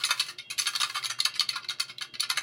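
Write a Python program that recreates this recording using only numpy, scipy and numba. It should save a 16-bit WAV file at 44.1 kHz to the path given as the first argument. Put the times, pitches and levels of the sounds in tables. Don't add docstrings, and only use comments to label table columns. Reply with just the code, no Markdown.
import sys
import numpy as np
from scipy import signal
from scipy.fft import rfft, irfft, next_fast_len
from scipy.io import wavfile
from numba import njit

SR = 44100
rng = np.random.default_rng(int(sys.argv[2]) if len(sys.argv) > 2 else 0)


def put_to_file(sound):
    columns = np.atleast_2d(sound).T
    safe = np.clip(columns, -1, 1)
    whole_steps = np.round(safe * 32767)
    wavfile.write(sys.argv[1], SR, whole_steps.astype(np.int16))


def ratio(d):
    e = np.asarray(d, float) / 20
    return 10 ** e


N = 106854


def shape(x, points):
    points, n = np.array(points, float), next_fast_len(len(x))
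    hz = np.maximum(np.fft.rfftfreq(n, 1 / SR), 1)
    gain_db = np.interp(np.log(hz), np.log(points[:, 0]), points[:, 1])
    return irfft(rfft(x, n) * ratio(gain_db), n)[:len(x)]


def tail(t60):
    t = np.arange(SR // 2) / SR
    x = rng.standard_normal(len(t)) * ratio(-60 * t / t60)
    return x / np.sqrt(np.sum(x ** 2))


def walk(rate):
    levels = rng.standard_normal(int(N * rate / SR) + 2)
    return 1.346 * np.interp(np.arange(N) * rate / SR, np.arange(len(levels)), levels)


@njit
def ring(push, turn, keep, soft):
    out, mode, contact, rotation = np.empty(len(push)), 0j, 0j, 0j
    for i in range(len(push)):
        if i % 32 == 0:
            rotation = complex(np.cos(turn[i]), np.sin(turn[i]))
        contact = contact * rotation * soft + push[i] * (1 - soft)
        mode = mode * rotation * keep + contact
        out[i] = mode.imag
    return out


LEAD_DB = -4.5
CLOSE_SLIPS, CHATTER_S, CHATTER_DB = 4, 0.0015, -10
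EARLY_S, EARLY_DB = 0.0025, -12
GATHER_S, SETTLE_S, SPREAD_S = 0.004, 0.016, 0.035
SCATTER_DB = 3


def collisions(rows, count=128):
    delay = rng.exponential(size=(len(rows), count))
    luck = np.minimum(rng.exponential(size=(len(rows), count)), 3.5)
    slip = np.arange(count)
    close, early = slip < CLOSE_SLIPS, slip >= count - 2 * CLOSE_SLIPS
    late = delay * np.where(close, CHATTER_S, np.where(early, -EARLY_S, SPREAD_S))
    swarm = ratio(rows[:, 4:5] - 3.0) * np.exp(-late / SETTLE_S) * (1 - np.exp(-late / GATHER_S))
    ahead = ratio(EARLY_DB) * np.exp(late / EARLY_S)
    level = np.where(close, ratio(CHATTER_DB), np.where(early, ahead, swarm))
    strength = ratio(SCATTER_DB * (luck - 0.5)) * level
    late[:, 0], strength[:, 0] = 0, ratio(LEAD_DB)
    at = np.clip(((rows[:, :1] + late) * SR).astype(int), 0, N - 1)
    return at, strength * ratio(rows[:, 1:2])


def pushes(at, strength):
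    chance = rng.standard_normal(strength.shape)
    chance[:, 0] = np.sign(chance[:, 0])
    return np.bincount(at.ravel(), (strength * chance).ravel(), N) + 1e-18


CONTACT_S = 0.00041
FLEX, FLEX_PER_S = 0.022, 40
SPOT_DB, DAMP, MODES_DB = 2, 0.84, -9.5


def wall_modes(at, strength, modes, register_db):
    spot = ratio(SPOT_DB * rng.standard_normal((len(at), len(modes))))
    spot = spot / np.sqrt(np.mean(spot ** 2, axis=1)[:, None])
    out = np.zeros(N)
    for k, (hz, mode_db, t60) in enumerate(modes):
        push = pushes(at, strength * spot[:, k:k + 1] * ratio(MODES_DB + register_db + mode_db))
        turn = 2 * np.pi * hz * (1 + FLEX * walk(FLEX_PER_S)) / SR
        contact_s = CONTACT_S * max(2500 / hz, 1)
        out += ring(push, turn, ratio(-60 / (DAMP * t60 * SR)), np.exp(-1 / (contact_s * SR)))
    return out


# frequency in Hz, level in dB.
CRACK_COLOUR = [(500, -25), (1000, -8), (2000, -37), (4300, 15), (5500, -7.5), (10000, -8), (13000, -13),
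                (16000, -34)]
CRACK_DB, CRACK_T60_S = 8.5, 0.0069


def dry_crack(at, strength, register_db, edges_hz):
    t = np.arange(2048) / SR
    burst = tail(CRACK_T60_S)[:len(t)] * (1 - np.exp(-t / CONTACT_S))
    x = signal.fftconvolve(pushes(at, strength * ratio(register_db)), burst)[:N]
    x = signal.sosfilt(signal.butter(2, edges_hz, "band", fs=SR, output="sos"), x)
    return ratio(CRACK_DB) * shape(x, CRACK_COLOUR)


# start in
# seconds, then knock, belly, treble and swarm levels in dB.
EARLY_SHAKES = [(0.0054, -38, -11, -30, 5), (0.0373, -14.5, -18.5, -22.5, -8.5),
                (0.0494, -18, -17, -7.5, -9), (0.0892, -21.5, -10.5, -21.5, -5.5),
                (0.1065, -14.5, -6.5, -13.5, -8), (0.177, -29, -16, -18, -5.5),
                (0.1965, -13, -21.5, -17, -5), (0.2843, -27, -14.5, -18.5, -3),
                (0.3845, -25, -27.5, -26.5, -4), (0.5018, -25.5, -26, -13, -6.5),
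                (0.5097, -24.5, -16.5, -16, -7), (0.5891, -23, -29, -8, -3.5),
                (0.5891, -16.5, -22, -17, -16), (0.5964, -21, -16.5, -5.5, -9.5),
                (0.619, -26, -16.5, -23, -10), (0.6574, -22, -14, -25, -7.5),
                (0.6694, -17, -14.5, -12.5, -7), (0.7347, -27.5, -12, -22, -11),
                (0.7517, -18, -14, -21, -9), (0.7592, -20, -38, -9, -19)]
MIDDLE_SHAKES = [(0.8011, -20.5, -12.5, -14.5, -3.5), (0.816, -13.5, -14.5, -12, -16.5),
                 (0.8314, -15.5, -11, -16.5, -7.5), (0.8984, -21.5, -12.5, -19, -13.5),
                 (0.9438, -33, -9, -19, 3), (0.9547, -25.5, -7, -15.5, -0.5),
                 (1.0276, -23.5, -31, -26, -25), (1.0385, -23.5, -13.5, -17, -5),
                 (1.0565, -21.5, -14, -11, -8.5), (1.0985, -24, -11, -14.5, 0),
                 (1.1882, -28, -8, -16, -9.5), (1.2032, -11.5, -31, -17, -14.5),
                 (1.2526, -10.5, -31, -15.5, -19), (1.2575, -16.5, -8, -14, -12.5),
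                 (1.3404, -27.5, -32, -26, -10), (1.3543, -24, -20, -19.5, -6),
                 (1.3952, -17.5, -30, -13.5, -11), (1.4072, -15, -14.5, -17, -11.5),
                 (1.49, -15, -26, -16.5, -9.5), (1.5565, -22, -9, -20, -5.5)]
LATE_SHAKES = [(1.6247, -42, -30, -37, 2), (1.6452, -28.5, -12, -23.5, -16.5),
               (1.6864, -24.5, -42, -32, -11), (1.6955, -23, -19, -20, -4), (1.7864, -35, -12, -41, -17),
               (1.7985, -18, -16, -12, -6), (1.8826, -34, -16, -20, -6), (1.8966, -29, -16.5, -26, -5),
               (1.9819, -32.5, -32, -35, -11), (2.0108, -22, -13.5, -22.5, -9),
               (2.0218, -19, -18.5, -16.5, -18), (2.1385, -28.5, -19, -24.5, -9),
               (2.153, -23, -20, -38, -27), (2.1974, -25, -29.5, -21, -1), (2.2054, -21, -29, -2.5, -31),
               (2.2268, -24.5, -10.5, -17, -7.5), (2.2368, -19, -17, -31, -12.5),
               (2.2924, -32, -12, -15, -0.5), (2.3007, -10.5, -14, -17, -10.5),
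               (2.359, -29.5, -15, -21, -4), (2.3735, -14.5, -12.5, -14, -9.5)]
MORE_SHAKES = [
    (0, -35, -11, -22, -9),
    (.265, -29, -26, -15, -12),
    (0.5804, -20.5, -29, -16.5, -2),
    (.968, -23.5, -14, -18.5, -5),
    (1.2494, -18, -36, -17, -16),
    (1.530, -28.5, -17, -29, -3.5),
    (1.706, -22, -13.5, -19.5, -9.5),
    (2.047, -31, -13, -28, -23),
]
# frequency in Hz, level in dB, decay time t60 in seconds.
BELLY_MODES = [(570, -9, 0.02), (782, -11, 0.039), (1055, -1, 0.024), (1179, 3, 0.037), (1410, 4.5, 0.04),
               (1722, 2, 0.036)]
WALL_MODES = [(2110, -7, 0.057), (2370, -5.5, 0.017), (2606, -7.5, 0.054), (3045, -6, 0.035),
              (3230, -9.5, 0.028), (3708, -8.5, 0.038), (3865, -1, 0.022), (4180, -3.5, 0.015),
              (4397, 0.5, 0.018), (4570, -16.5, 0.015), (4800, -7.5, 0.024), (5130, -10, 0.038),
              (5660, -12.5, 0.022)]
RIB_MODES = [(6137, -1, 0.021), (6554, -0.5, 0.0083), (7200, -1.5, 0.0079), (7830, -5, 0.0088),
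             (8610, -4.5, 0.012), (9410, -0.5, 0.0086), (10080, 1, 0.012), (10690, 0.5, 0.0097),
             (11240, -2, 0.0055), (12170, -11, 0.0069), (14500, -15, 0.0096), (15300, -12, 0.0092)]
BELLY_DB, RIBS_DB = 5, 10.5
THIN_HZ = 676


def bottle():
    rows = np.array(list(EARLY_SHAKES) + list(MIDDLE_SHAKES) + list(LATE_SHAKES) + list(MORE_SHAKES), float)
    at, strength = collisions(rows)
    registers = (
        (BELLY_MODES, BELLY_DB + rows[:, 2:3], (400, 1800)),
        (WALL_MODES, 0, (1800, 6000)),
        (RIB_MODES, RIBS_DB + rows[:, 3:4], (6000, 17000)),
    )
    out = np.zeros(N)
    for modes, register_db, edges_hz in registers:
        out += wall_modes(at, strength, modes, register_db)
        out += dry_crack(at, strength, register_db, edges_hz)
    return signal.sosfilt(signal.butter(4, THIN_HZ, "high", fs=SR, output="sos"), out)


# time in seconds, level in dB.
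RUSTLE_LEVEL = [(0, -44), (.03, -51.5), (.1, -46), (.19, -52), (.31, -51), (.35, -74), (.57, -84),
                (.6, -40.5), (.72, -50.5), (.85, -47), (1.12, -63), (1.16, -77), (2.42, -82)]
# frequency in Hz, level in dB.
PAPER_COLOUR = [(800, -19), (1500, -9.5), (4300, 0), (6500, -6.5), (10500, -9), (13000, -16), (15500, -13)]
RUSTLE_SCATTER_DB = 3.5


def rustle():
    luck = np.minimum(rng.exponential(size=N // 32 + 1), 3)
    ticks = rng.standard_normal(N) * ratio(RUSTLE_SCATTER_DB * np.repeat(luck, 32)[:N])
    x = shape(ticks, PAPER_COLOUR)
    level_db = np.interp(np.arange(N) / SR, *np.array(RUSTLE_LEVEL).T)
    return x / x.std() * ratio(level_db + 0.83 * walk(40.24))


HUM_HZ, WOBBLE_DB = 120.27, 3
# multiple of the hum frequency, level in dB.
HUM_PARTIALS = [(1, -68), (1.148, -71), (2, -80), (3, -70.5), (5, -75), (17, -69), (23, -61.5), (27, -57)]
# time in seconds, level in dB.
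WHINE_FADE = [(0, 0), (.38, -5), (.44, 1.5), (.95, 3.5), (1.35, 4), (1.7, -14), (2.1, -3.5), (2.42, -18)]


def appliance():
    t = np.arange(N) / SR
    whine_db = np.interp(t, *np.array(WHINE_FADE).T)
    out = np.zeros(N)
    for multiple, db in HUM_PARTIALS:
        level_db = db + 2.0 + WOBBLE_DB * walk(30.23) + (multiple > 9) * whine_db
        drift = np.minimum(multiple, 4) * 0.059 * walk(25)
        cycles = multiple * HUM_HZ * t + rng.random() + drift
        out += ratio(level_db) * np.sin(2 * np.pi * cycles)
    return out


# frequency in Hz, level in dB.
AIR_COLOUR = [(30, -26), (70, -12.5), (140, -6.5), (220, -7), (400, -11), (1500, -17.5), (5000, -32),
              (9000, -42)]
AIR_DB = -66.5


def air():
    x = shape(rng.standard_normal(N), AIR_COLOUR)
    return x / x.std() * ratio(AIR_DB + 2.3 * walk(7.3))


ROOM_DB, ROOM_T60_S, ROOM_TREBLE_T60_S = -8, 0.24, 0.11


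def room(near):
    low = signal.butter(2, 4500, "low", fs=SR, output="sos")
    high = signal.butter(2, 4500, "high", fs=SR, output="sos")
    echo = signal.sosfilt(low, tail(ROOM_T60_S)) + signal.sosfilt(high, tail(ROOM_TREBLE_T60_S))
    return ratio(ROOM_DB) * signal.fftconvolve(near, echo)[:N]


# start in seconds, level in dB, frequency in Hz, decay time t60 in seconds.
SNAP_EVENTS = [(0.038, -10, 3550, 0.013), (.0398, -8.5, 4930, 0.0076), (0.0527, -14, 4620, 0.012),
               (0.109, -9.5, 4370, 0.011), (0.1967, -11, 3890, .008), (.1992, -9.5, 4440, .012),
               (.2064, -20, 4430, .012), (0.3853, -27, 4380, 0.017), (.5891, -18, 2110, 0.014),
               (0.5961, -16.5, 4500, 0.014), (.619, -16, 4570, 0.014), (.6684, -11, 3680, 0.0095),
               (.6744, -14.5, 2630, 0.014), (.7517, -18.5, 4460, 0.026), (0.7593, -15, 4300, 0.015),
               (0.8012, -16.5, 3600, 0.013), (.816, -15, 3760, 0.024), (0.8322, -13, 4390, 0.012),
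               (1.038, -21, 4630, 0.015), (1.0457, -17, 4400, 0.015), (1.0565, -10.5, 3830, 0.0099),
               (1.2029, -8.5, 4230, 0.022), (1.2505, -13, 4560, .008), (1.2529, -11.5, 4404, 0.016),
               (1.3959, -3, 4450, 0.0075), (1.4064, -7.5, 4380, .012), (1.49, -12, 4400, 0.021),
               (1.5593, -22, 4320, 0.016), (1.6875, -17, 4350, .015), (1.6956, -18, 3850, 0.026),
               (1.7986, -15.5, 4480, 0.011), (1.8029, -12.5, 4410, 0.013), (1.9831, -21.5, 3990, 0.019),
               (2.0221, -22.5, 4390, 0.014), (2.1975, -17.5, 4230, 0.018), (2.2045, -16.5, 4510, 0.027),
               (2.3012, -11, 4305, 0.015), (2.3735, -11.5, 2130, 0.014), (2.3837, -14, 2110, 0.0096)]
SNAP_DB, SNAP_RISE_S, SNAP_TICK_DB = -1.5, 0.00042, -9
SNAP_PAIR, SNAP_PAIR_DB = 1.16, -7


def snaps():
    out, t = np.zeros(N + 2048), np.arange(2048) / SR
    for start, db, hz, t60 in SNAP_EVENTS:
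        x = np.sin(2 * np.pi * hz * t)
        x = x + ratio(SNAP_PAIR_DB) * np.sin(2 * np.pi * hz * t / SNAP_PAIR)
        x = x + ratio(SNAP_TICK_DB) * shape(rng.standard_normal(len(t)), PAPER_COLOUR)
        decay = ratio(db + SNAP_DB - 60 * t / max(t60, 0.003))
        at = int(start * SR)
        out[at:at + len(t)] += decay * (1 - np.exp(-t / SNAP_RISE_S)) * x
    return out[:N]


# centre in seconds, level in dB, frequency in Hz, length in seconds.
NUDGES = [
    (.55, -60, 110, .03),
    (2.14, -54.5, 110, 0.016),
    (2.14, -48.5, 260, 0.017),
    (2.17, -54, 530, .015),
    (2.10, -55, 350, .025),
    (1.9, -59, 240, 0.036),
]


def bumps():
    t = np.arange(N) / SR
    out = np.zeros(N)
    for centre, db, hz, length in NUDGES:
        keep = 1 - 2 * hz / SR
        thud = ring(rng.standard_normal(N), np.full(N, 2 * np.pi * hz / SR), keep, keep)
        out += ratio(db - 19) * np.exp(-((t - centre) / length) ** 2) * thud
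    return out


def scene():
    near = bottle() + rustle() + snaps()
    return (near + room(near) + appliance() + air() + bumps())[None]


def band_limit(x):
    return signal.sosfilt(signal.butter(12, 16830, fs=SR, output="sos"), x)


TOP_HZ = 15900


def record(dry):
    mix = signal.sosfilt(signal.ellip(8, 0.2, 40, TOP_HZ, fs=SR, output="sos"), dry)
    return band_limit(mix)


dry = scene()
out = record(dry)
put_to_file(out)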